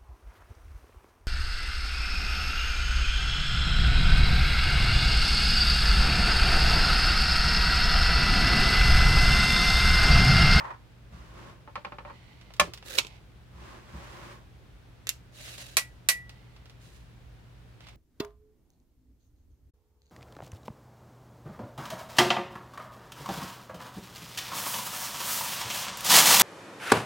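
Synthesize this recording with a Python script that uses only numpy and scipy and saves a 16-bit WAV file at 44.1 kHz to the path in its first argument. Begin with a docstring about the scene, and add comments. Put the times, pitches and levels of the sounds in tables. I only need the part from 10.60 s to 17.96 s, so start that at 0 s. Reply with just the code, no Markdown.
"""Tape measure and cotton shorts on a table

Close to the microphone, in a small, humming room, cotton shorts are smoothed and turned: friction noise.
A steel tape measure scrapes, bounces and slaps down, exciting the modes of blade and table, then whips
back into its case. The lock clicks; the blade is drawn out and snaps twice with a thin metallic ring."""
import sys
import numpy as np
from scipy import signal
from scipy.fft import rfft, irfft
from scipy.io import wavfile
from scipy.ndimage import uniform_filter1d

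SR = 44100
rng = np.random.default_rng(int(sys.argv[2]) if len(sys.argv) > 2 else 0)


def output_pcm(signal):
    """Save a mono or channel-first signal as 16-bit PCM at the path in sys.argv[1].

    Samples are clipped to [-1, 1] before scaling.
    """
    pcm = np.clip(np.atleast_2d(signal).T, -1, 1) * 32767
    wavfile.write(sys.argv[1], SR, np.round(pcm).astype(np.int16))


N = 324576
TIME = np.arange(N) / SR
BLOW_TIME, RUB_TIME = TIME[:2 ** 14], TIME[:SR]

# Spectrum of light friction on cloth. Each row, as in every spectrum: frequency in Hz, level in dB.
BRUSH_SPECTRUM = [(350, -42), (600, -7.5), (801, 2.5), (997, -1), (1800, -11.5), (2090, 3), (2310, 0),
                  (3830, -5), (16000, -37.5)]
# Resonances of the blade lying on the table. Each row: centre in Hz, width in Hz, lift in dB.
LYING_BLADE = [(590, 38, 11), (767, 62, 6), (905, 51, 3), (1071, 41, 9), (1340, 180, 4.5), (1744, 35, 9.5),
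               (2380, 110, 7.5)]


def blade_impacts():
    """Impact excitation: the blade rocks from edge to edge, slaps down and quivers; the table rings."""
    # Each row: time in seconds, level in dB.
    bounces = [(1.076, -38), (1.156, -27), (1.248, -28), (1.321, -33.5), (1.385, -32), (1.45, -35.5),
               (1.499, -38)]
    # Each row: time in seconds, level in dB, tilt in dB per octave.
    slaps = [(1.9965, -13.5, -0.5), (1.9985, -4.5, 4), (2.0135, -16, -2)]
    # Each row: start, rise and end in seconds, level in dB.
    quivers = [(2.0, .015, 2.09, -45.5)]
    # Spectra of the three motions. Each row: frequency in Hz, level in dB.
    bounce_spectrum = [(150, -35), (250, -9), (373, -5), (414, -8), (586, -2), (640, -14), (890, 5),
                       (988, -4.5), (1100, 1.5), (1580, -7.5), (2360, -8), (4570, -21), (16000, -60)]
    slap_spectrum = [(70, -44), (170, -11), (260, -29), (420, -13), (600, -6), (950, -6.5), (1170, 2.5),
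                     (1500, -10), (2400, -8), (4000, -15), (7000, -23.5), (11000, -34.5), (16000, -48)]
    quiver_spectrum = [(40, -14), (90, -6.5), (200, -24), (350, -3), (600, -20.5), (1000, -26),
                       (4000, -47.5)]
    hardest_db = max(db for _, db in bounces)
    edge_hits = []
    for s, db in bounces:
        tilt_db = 2.5 + .47 * (db - hardest_db)  # harder bounces are brighter
        edge_hits.append((s, db, tilt_db))
        edge_hits.append((s + .0195, db - 10.5, tilt_db - 3.5))  # the other edge, softer and duller
    rocking = impacts(edge_hits, bounce_spectrum, LYING_BLADE, crack_t60=.02, ring_db=-2, ring_t60=.058,
                      damping=.27, room_db=-17, right_db=2, lag_s=-.000088)
    slap = impacts(slaps, slap_spectrum, LYING_BLADE, crack_t60=.018, ring_db=-9.5, ring_t60=.071,
                   damping=.03, room_db=-25, right_db=2, lag_s=-.000081)
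    quiver = friction(quivers, quiver_spectrum, LYING_BLADE, release_t60=.11, grain_db=11,
                      judder_db=1.5, judder_hz=68, right_db=1.5, lag_s=0)
    table = table_top(slaps[1][0], -27.5, tilt_db=1, pivot_hz=997)
    table += sum(table_top(s, db - 19.5, tilt_db=.5, pivot_hz=997) for s, db in bounces)
    return rocking + slap + quiver + table


def blade_snaps():
    """Buckling: the curved blade snaps straight and rings on, longer when it is held more loosely."""
    # Each row: time in seconds, level in dB, tilt in dB per octave, ring level in dB, ring time factor.
    snaps = [(5.169, -9.5, -1, -12.5, .72), (5.4876, -8.5, 0.5, -8, 1.1)]
    # Each row: frequency in Hz, level in dB.
    spectrum = [(150, -50), (300, -26.5), (580, -10), (900, -13), (1100, -13.5), (1700, -5.5), (2400, 1),
                (3300, -7), (7500, -5.5), (11000, -6.5), (14500, -12), (16000, -25.5)]
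    # Resonances of the blade in the air. Each row: centre in Hz, width in Hz, lift in dB.
    free_blade = [(1105, 140, 10), (1430, 90, 3), (2330, 290, 1.5), (2850, 120, -1), (4030, 200, 7.5),
                  (4600, 160, 5.5), (5710, 190, 9), (8000, 100, 4.5), (11100, 230, 4.5)]
    # Each row: frequency in Hz, level in dB, 60 dB decay time in seconds.
    steel_modes = [(1953, -15.8, 0.33), (2295, -21.5, 0.13), (3912, -27.5, .11), (5790, -27, .1),
                   (8045, -29, .1)]
    crash = impacts([row[:3] for row in snaps], spectrum, free_blade, crack_t60=.02, ring_db=-4.5,
                    ring_t60=.1, damping=.01, room_db=-20.5, right_db=3, lag_s=.00025)
    return crash + sum(ringing(s, db, steel_modes, sustain) for s, _, _, db, sustain in snaps)


def case_clicks():
    """Impact excitation: the hook strikes the case, the thumb lock clicks, blade and case tick lightly."""
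    # Each row: time in seconds, level in dB, tilt in dB per octave.
    hook_hits = [(2.3817, -20, 0), (2.3853, -5, 0.5), (2.3862, -5.5, -0.5), (2.3925, -25, -2.5),
                 (2.4485, -29, -4.5), (2.4685, -31.5, 0.5)]
    lock_clicks = [(4.47, -25.5, -6), (4.4912, -14.5, -2)]
    touches = [(1.8127, -48.5, -1), (1.9055, -47, -6.5), (1.9379, -43, 2), (1.966, -49, 2),
               (2.136, -33.5, 2), (2.1751, -42.5, 1), (2.2263, -42.5, -4), (5.694, -41.5, 0.5),
               (5.9637, -50.5, -1.5), (6.0568, -49, -1), (6.097, -48, 0), (7.206, -47.5, -1.5),
               (7.2688, -45, -2.5), (7.2864, -44.5, 0)]
    # Spectra of these contacts. Each row: frequency in Hz, level in dB.
    hook_spectrum = [(120, -52.5), (200, -19.5), (432, -12.5), (548, -16.5), (1080, -11.5), (1980, -13.5),
                     (2700, -3), (3310, -6.5), (3900, -6.5), (4520, -8.5), (8270, -14.5), (9400, -25),
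                     (11500, -20), (16000, -35)]
    lock_spectrum = [(240, -50.5), (400, -27), (979, -25), (1230, -14.5), (2710, -4), (3120, -5.5),
                     (7170, 0), (9610, -9.5), (12300, -3), (16000, -16)]
    touch_spectrum = [(290, -40), (500, -8.5), (1320, -5), (2330, -6), (2610, -1), (5090, -5.5),
                      (5970, -10.5), (11100, -23), (16000, -23.5)]
    # Each row: centre in Hz, width in Hz, lift in dB.
    case_resonances = [(570, 20, 3.3), (1070, 120, 2.5), (1570, 40, 1.3), (2260, 120, 5.5),
                       (2600, 270, 3.1), (3970, 520, 4.1), (7030, 600, 1)]
    lock_resonances = [(1740, 200, 3), (3700, 310, 6.5), (5330, 93, -14), (7160, 630, 7), (10700, 490, 6.5),
                       (12250, 790, 4.5)]
    # Ring of the case after a click. Each row: frequency in Hz, level in dB, 60 dB decay time in seconds.
    shell_modes = [(2770, -19, .09)]
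    hook = impacts(hook_hits, hook_spectrum, case_resonances, crack_t60=.0034, ring_db=-15, ring_t60=.07,
                   damping=.12, room_db=-30, right_db=7, lag_s=.00031)
    lock = impacts(lock_clicks, lock_spectrum, lock_resonances, crack_t60=.012, ring_db=-10.5,
                   ring_t60=.075, damping=.22, room_db=-26, right_db=4.5, lag_s=.00018)
    shell = sum(ringing(s, db, shell_modes) for s, db, _ in lock_clicks)
    ticks = impacts(touches, touch_spectrum, (), crack_t60=.028, ring_db=-6, ring_t60=.073,
                    damping=.11, room_db=-15, right_db=3.5, lag_s=.0001)
    return hook + lock + shell + ticks


def blade_through_mouth():
    """Sliding friction in the case mouth: the spring pulls the blade in; drawn out again, it catches."""
    # Each row: start, rise and end in seconds, level in dB.
    rewinds = [(2.236, 0.13, 2.383, -38.5)]
    draws = [(4.715, 0.13, 5.014, -45.5), (6.195, 0.021, 6.31, -60)]
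    # Each row: time in seconds, level in dB, tilt in dB per octave.
    catches = [(4.797, -51.5, -3), (4.84, -44, 2), (4.88, -38, -1.5), (4.982, -36, -0.5)]
    # Each row: frequency in Hz, level in dB.
    rewind_spectrum = [(120, -38.5), (200, -19.5), (254, -15), (401, -2), (473, -12.5), (519, -0.5),
                       (612, -10), (1020, -13.5), (1620, -4.5), (2130, -9), (4120, -8.5), (13100, -19.5),
                       (16000, -21.5)]
    draw_spectrum = [(150, -35.5), (250, -6.5), (319, -10), (452, -18), (576, -2.5), (890, -14),
                     (1040, -12), (1420, -9.5), (1550, -5.5), (2240, -5), (3840, -5.5), (7190, -10),
                     (10000, -13), (16000, -23)]
    # Resonances of the blade in the mouth. Each row: centre in Hz, width in Hz, lift in dB.
    mouth = [(510, 120, 3.5), (1620, 130, 0), (2320, 120, -3), (2730, 280, 4), (3870, 250, 5),
             (5500, 92, -5.5), (6633, 200, 2.5)]
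    rewind = friction(rewinds, rewind_spectrum, mouth, release_t60=.025, grain_db=1,
                      judder_db=3.5, judder_hz=510, right_db=5.5, lag_s=.00021)
    draw = friction(draws, draw_spectrum, mouth, release_t60=.73, grain_db=4,
                    judder_db=2, judder_hz=94, right_db=3, lag_s=.0002)
    snags = impacts(catches, draw_spectrum, mouth, crack_t60=.011, ring_db=-4, ring_t60=.022,
                    damping=.072, room_db=-17.5, right_db=-1.5, lag_s=.00007)
    return blade_echoes(rewind + draw) + snags


def blade_echoes(sound, wave_m_per_s=700, return_db=-13):
    """Comb filtering: waves reflected at the hook form resonances that fall as the blade lengthens."""
    # Blade outside the case. Each row: time in seconds, length in metres.
    blade_length = [(2.24, .45), (2.385, .05), (4.72, .05), (5.12, .45), (6.2, .45), (6.36, .6)]
    round_trip_s = 2 * np.interp(TIME, *np.transpose(blade_length)) / wave_m_per_s
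    gain = from_db(return_db)
    echoes = sum(gain ** k * np.array([np.interp(TIME - k * round_trip_s, TIME, side) for side in sound])
                 for k in (1, 2, 3))
    return (sound + echoes) * np.sqrt(1 - gain ** 2)


def blade_slides():
    """Sliding friction: the blade's edge scrapes over the table and glides over the cloth's hem."""
    # Each row: start, rise and end in seconds, level in dB.
    scrapes = [(-0.07, 0.088, 0.12, -39.5), (1.455, .04, 1.5, -45.3)]
    glides = [(1.44, 0.037, 1.72, -61.5), (5.68, .06, 5.63, -64)]
    # Each row: frequency in Hz, level in dB.
    scrape_spectrum = [(150, -54), (250, -12), (313, -42), (354, -3), (400, -14), (444, -13), (586, -6),
                       (662, -8), (955, -4), (1310, -4.5), (1850, -13), (2200, -21), (2400, -14.5),
                       (2810, -22.5), (16000, -50.5)]
    # Each row: centre in Hz, width in Hz, lift in dB.
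    scrape_resonances = [(928, 68, 12), (1047, 70, 8.7), (1920, 200, 9.2)]
    glide_resonances = [(1950, 220, 11), (3050, 250, 4.7), (3840, 250, 1.6), (4350, 240, 6.2)]
    scrape = friction(scrapes, scrape_spectrum, scrape_resonances, release_t60=.17, grain_db=4,
                      judder_db=-2.5, judder_hz=130, right_db=2, lag_s=0)
    glide = friction(glides, BRUSH_SPECTRUM, glide_resonances, release_t60=3.4, grain_db=4.5,
                     judder_db=1, judder_hz=65, right_db=7, lag_s=0)
    return scrape + glide


def cloth():
    """Soft impact and friction: the palm lands and slides the shorts about; fingers brush over them."""
    # Each row: start, rise and end in seconds, level in dB, tilt in dB per octave.
    pushes = [(0.51, 0.022, 0.74, -54.5, 2.4), (0.72, 0.064, 0.901, -48, 1.36), (2.9, 0.16, 3.175, -48, 2),
              (3.16, 0.27, 3.725, -47, 2.5)]
    # Each row: start, rise and end in seconds, level in dB.
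    finger_strokes = [(2.41, 0.0727, 2.56, -59), (7.185, 0.053, 7.295, -57.5)]
    # Each row: time in seconds, level in dB, tilt in dB per octave.
    palm_landings = [(0.521, -35.5, -7), (0.584, -39, -10), (2.941, -35.5, -12), (2.976, -39, -13),
                     (3.334, -30.5, -4.5)]
    # Each row: frequency in Hz, level in dB.
    push_spectrum = [(120, 0.5), (200, -1), (294, -7.5), (353, 1), (416, -12), (590, -6.5), (683, -12.5),
                     (1120, -7.5), (1270, -13), (1480, -13), (6520, -33.5), (14900, -50), (16000, -50)]
    slides = friction(pushes, push_spectrum, resonances=[(1080, 48, 3.8)], release_t60=.35, grain_db=3,
                      judder_db=.5, judder_hz=76, right_db=1.5, lag_s=.00007)
    brushes = friction(finger_strokes, BRUSH_SPECTRUM, (), release_t60=.25, grain_db=6,
                       judder_db=1.5, judder_hz=110, right_db=6.5, lag_s=.00005)
    thuds = sum(table_top(s, db, tilt_db, pivot_hz=81) for s, db, tilt_db in palm_landings)
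    return slides + brushes + thuds


def table_top(s, db, tilt_db, pivot_hz):
    """Modal response: a soft touch excites the table's low modes, a hard one its high modes."""
    # Each row: frequency in Hz, level in dB, 60 dB decay time in seconds.
    modes = [(65.2, -3, 0.25), (169.5, -1, 0.24), (208.2, 4, 0.099), (353.3, -13.5, 0.252),
             (584.6, -5, 0.16), (714, -5.5, 0.058), (905, -6, 0.11), (1125, -4, 0.095),
             (1340, -17.5, 0.047)]
    tilted = [(hz, mode_db + tilt_db * np.log2(hz / pivot_hz), t60) for hz, mode_db, t60 in modes]
    return ringing(s, db, tilted)


def room_tone():
    """Background noise: broadband ventilation rumble and a hum modulated in amplitude and phase."""
    # Each row: frequency in Hz, level in dB.
    air_spectrum = [(15, -37.5), (25, -18.5), (48, -6), (64, -6), (92, -12), (123, -10), (145, -15),
                    (175, -14.5), (212, -20.5), (301, -22.5), (416, -24.5), (659, -28), (1130, -31.5),
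                    (1440, -31.5), (3500, -37), (7000, -47.5), (16000, -53.5)]
    hum_partials = [(54, -60), (120, -58)]
    sound = from_db(-53) * colour(stereo(rng.standard_normal((2, N))), air_spectrum)
    for hz, db in hum_partials:
        amplitude = np.sqrt(2) * from_db(db + drift(5.7))
        sound += amplitude * np.sin(2 * np.pi * hz * TIME + .36 * drift(5.1))
    return sound


def impacts(rows, spectrum, resonances, crack_t60, ring_db, ring_t60, damping, room_db, right_db, lag_s):
    """Impulse response: the contact's crack gives way to the body's dense ring and the diffuse room."""
    out = np.zeros((2, N))
    fade = from_db(-60 * BLOW_TIME / crack_t60)
    room = from_db(room_db) * dense_modes(t60=.22, damping=.09) * (1 - fade)
    for s, db, tilt_db in rows:
        ring = from_db(ring_db) * dense_modes(ring_t60, damping) * (1 - fade)
        direct = colour(contact(fade, lag_s) + ring, spectrum, resonances, tilt_db, right_db)
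        sound = direct + colour(room, spectrum, (), tilt_db)
        add(out, s, from_db(db) * sound * (BLOW_TIME < .32))
    return out


def contact(fade, lag_s):
    """Broadband excitation: a dying burst with a flattened spectrum, delayed on the left by lag_s."""
    spectrum = rfft(rng.choice([-1, 1], len(fade)) * fade)
    ripple = np.sqrt(uniform_filter1d(np.abs(spectrum) ** 2, size=60) + 1e-9)
    burst = irfft(spectrum / minimum_phase(unit_rms(ripple)))
    return np.array([np.interp(BLOW_TIME - lag_s, BLOW_TIME, burst, left=0), burst])


def dense_modes(t60, damping):
    """Modal overlap: close modes decay as noise, in t60 seconds at 2 kHz and sooner in higher octaves."""
    noise = rfft(stereo(rng.standard_normal((2, len(BLOW_TIME)))))
    octave = np.clip(np.round(np.log2(bin_hz(len(BLOW_TIME)) / 2000)), -3, 3)
    return sum(irfft(noise * (octave == k)) * from_db(-60 * BLOW_TIME / t60 * 2 ** (k * damping))
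               for k in np.unique(octave))


def friction(rows, spectrum, resonances, release_t60, grain_db, judder_db, judder_hz, right_db, lag_s):
    """Stick-slip friction: countless tiny slips of uneven size, bunched by the judder of the stroke."""
    out, size = np.zeros((2, N)), len(RUB_TIME)
    for start, rise_s, end, db, *tilt_db in rows:
        onset = max(start, 0)
        t = onset + RUB_TIME
        # Loudness follows sliding speed: it gathers evenly, holds, and dies away after the end.
        rise = np.clip((t - start) / max(rise_s, .002), 0, 1)
        release = from_db(-60 * np.maximum(t - end, 0) / release_t60)
        judder = np.interp(RUB_TIME * judder_hz, np.arange(999), rng.standard_normal(999))
        noise = rng.standard_normal((2, size))
        slip_sizes = from_db(grain_db * np.minimum(rng.exponential(1, size), 4))
        slips = stereo(unit_rms(noise * slip_sizes), lag_s)
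        stroke = slips * from_db(db + judder_db * judder) * rise * release
        add(out, onset, colour(stroke, spectrum, resonances, sum(tilt_db), right_db))
    return out


def ringing(s, db, modes, sustain=1):
    """Free vibration: each mode is a damped sinusoid starting at s seconds."""
    sound, out = 0, np.zeros((2, N))
    for hz, mode_db, t60 in modes:
        phase = np.array([[0], [min(hz / 1200, 1.5)]])  # high modes differ more between left and right
        decay = from_db(db + mode_db - 60 * BLOW_TIME / (t60 * sustain))
        sound = sound + decay * np.sin(2 * np.pi * hz * BLOW_TIME + phase)
    attack = np.minimum(BLOW_TIME * modes[0][0], 1)  # one cycle of the first mode
    add(out, s, sound * attack)
    return out


def colour(x, spectrum, resonances=(), tilt_db=0, right_db=0):
    """Source-filter model: a unit-power filter, then shading that favours the right by right_db at 4 kHz."""
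    hz = bin_hz(x.shape[-1])
    db = at_hz(spectrum, hz) + tilt_db * np.log2(np.maximum(hz, 100))
    for centre, width, lift in resonances:
        db = db + lift / (1 + (2 * (hz - centre) / width) ** 2)
    shade = from_db(right_db / 2 * np.sqrt(hz / 4000) * [[-1], [1]])
    return irfft(rfft(x) * minimum_phase(unit_rms(from_db(db))) * shade)


def stereo(pair, lag_s=0):
    """Spatial coherence: two independent noises become alike in the bass; the left lags by lag_s."""
    # Each row: frequency in Hz, left-right correlation from 0 to 1.
    coherence = [(50, 0.74), (150, 0.71), (400, 0.42), (1000, 0.13), (3000, 0.16), (12000, 0.033)]
    hz = bin_hz(pair.shape[-1])
    alike = at_hz(coherence, hz)
    mid, side = rfft(pair)
    channels = (np.sqrt(1 + alike) * mid + np.sqrt(1 - alike) * side * [[1], [-1]]) / np.sqrt(2)
    delay = np.exp(-2j * np.pi * hz * lag_s * np.array([[1], [0]]))
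    return irfft(channels * delay, pair.shape[-1])


def minimum_phase(gain):
    """Causality: folding the cepstrum gives a filter that sounds nothing before its input."""
    cepstrum = irfft(np.log(gain))
    half = len(cepstrum) // 2
    cepstrum[1:half] *= 2
    cepstrum[half + 1:] = 0
    return np.exp(rfft(cepstrum))


def drift(rate_hz):
    """Slow random modulation of unit rms."""
    return unit_rms(np.interp(TIME * rate_hz, np.arange(N), rng.standard_normal(N)))


def from_db(db):
    """Decibels to amplitude ratio."""
    return 10 ** (np.asarray(db) / 20)


def unit_rms(x):
    """Normalisation to unit power."""
    return x / np.sqrt(np.mean(x ** 2) + 1e-20)


def at_hz(points, hz):
    """Interpolation on a log-frequency axis."""
    frequencies, values = np.transpose(points)
    return np.interp(np.log(hz), np.log(frequencies), values)


def bin_hz(size):
    """Fourier bin frequencies, kept above zero."""
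    return np.maximum(np.fft.rfftfreq(size, 1 / SR), 1)


def add(out, s, sound):
    """Superposition of a sound at s seconds."""
    at = max(round(s * SR), 0)
    out[:, at:at + sound.shape[-1]] += sound[:, :N - at]


def scene():
    """Superposition: the cloth, the tape measure and the room add linearly."""
    return (cloth() + blade_slides() + blade_impacts() + blade_through_mouth() + case_clicks()
            + blade_snaps() + room_tone())


def record(dry):
    """Band limiting and saturation: the microphone drops deep bass, rounds peaks and cuts the top."""
    low_hz, high_hz, ceiling = 40, 16000, .88
    sound = signal.sosfilt(signal.butter(4, low_hz, "high", fs=SR, output="sos"), dry)
    rounded = ceiling * np.tanh(sound / ceiling)
    return signal.sosfilt(signal.ellip(10, .1, 80, high_hz, fs=SR, output="sos"), rounded)


dry = scene()
out = record(dry)
output_pcm(out)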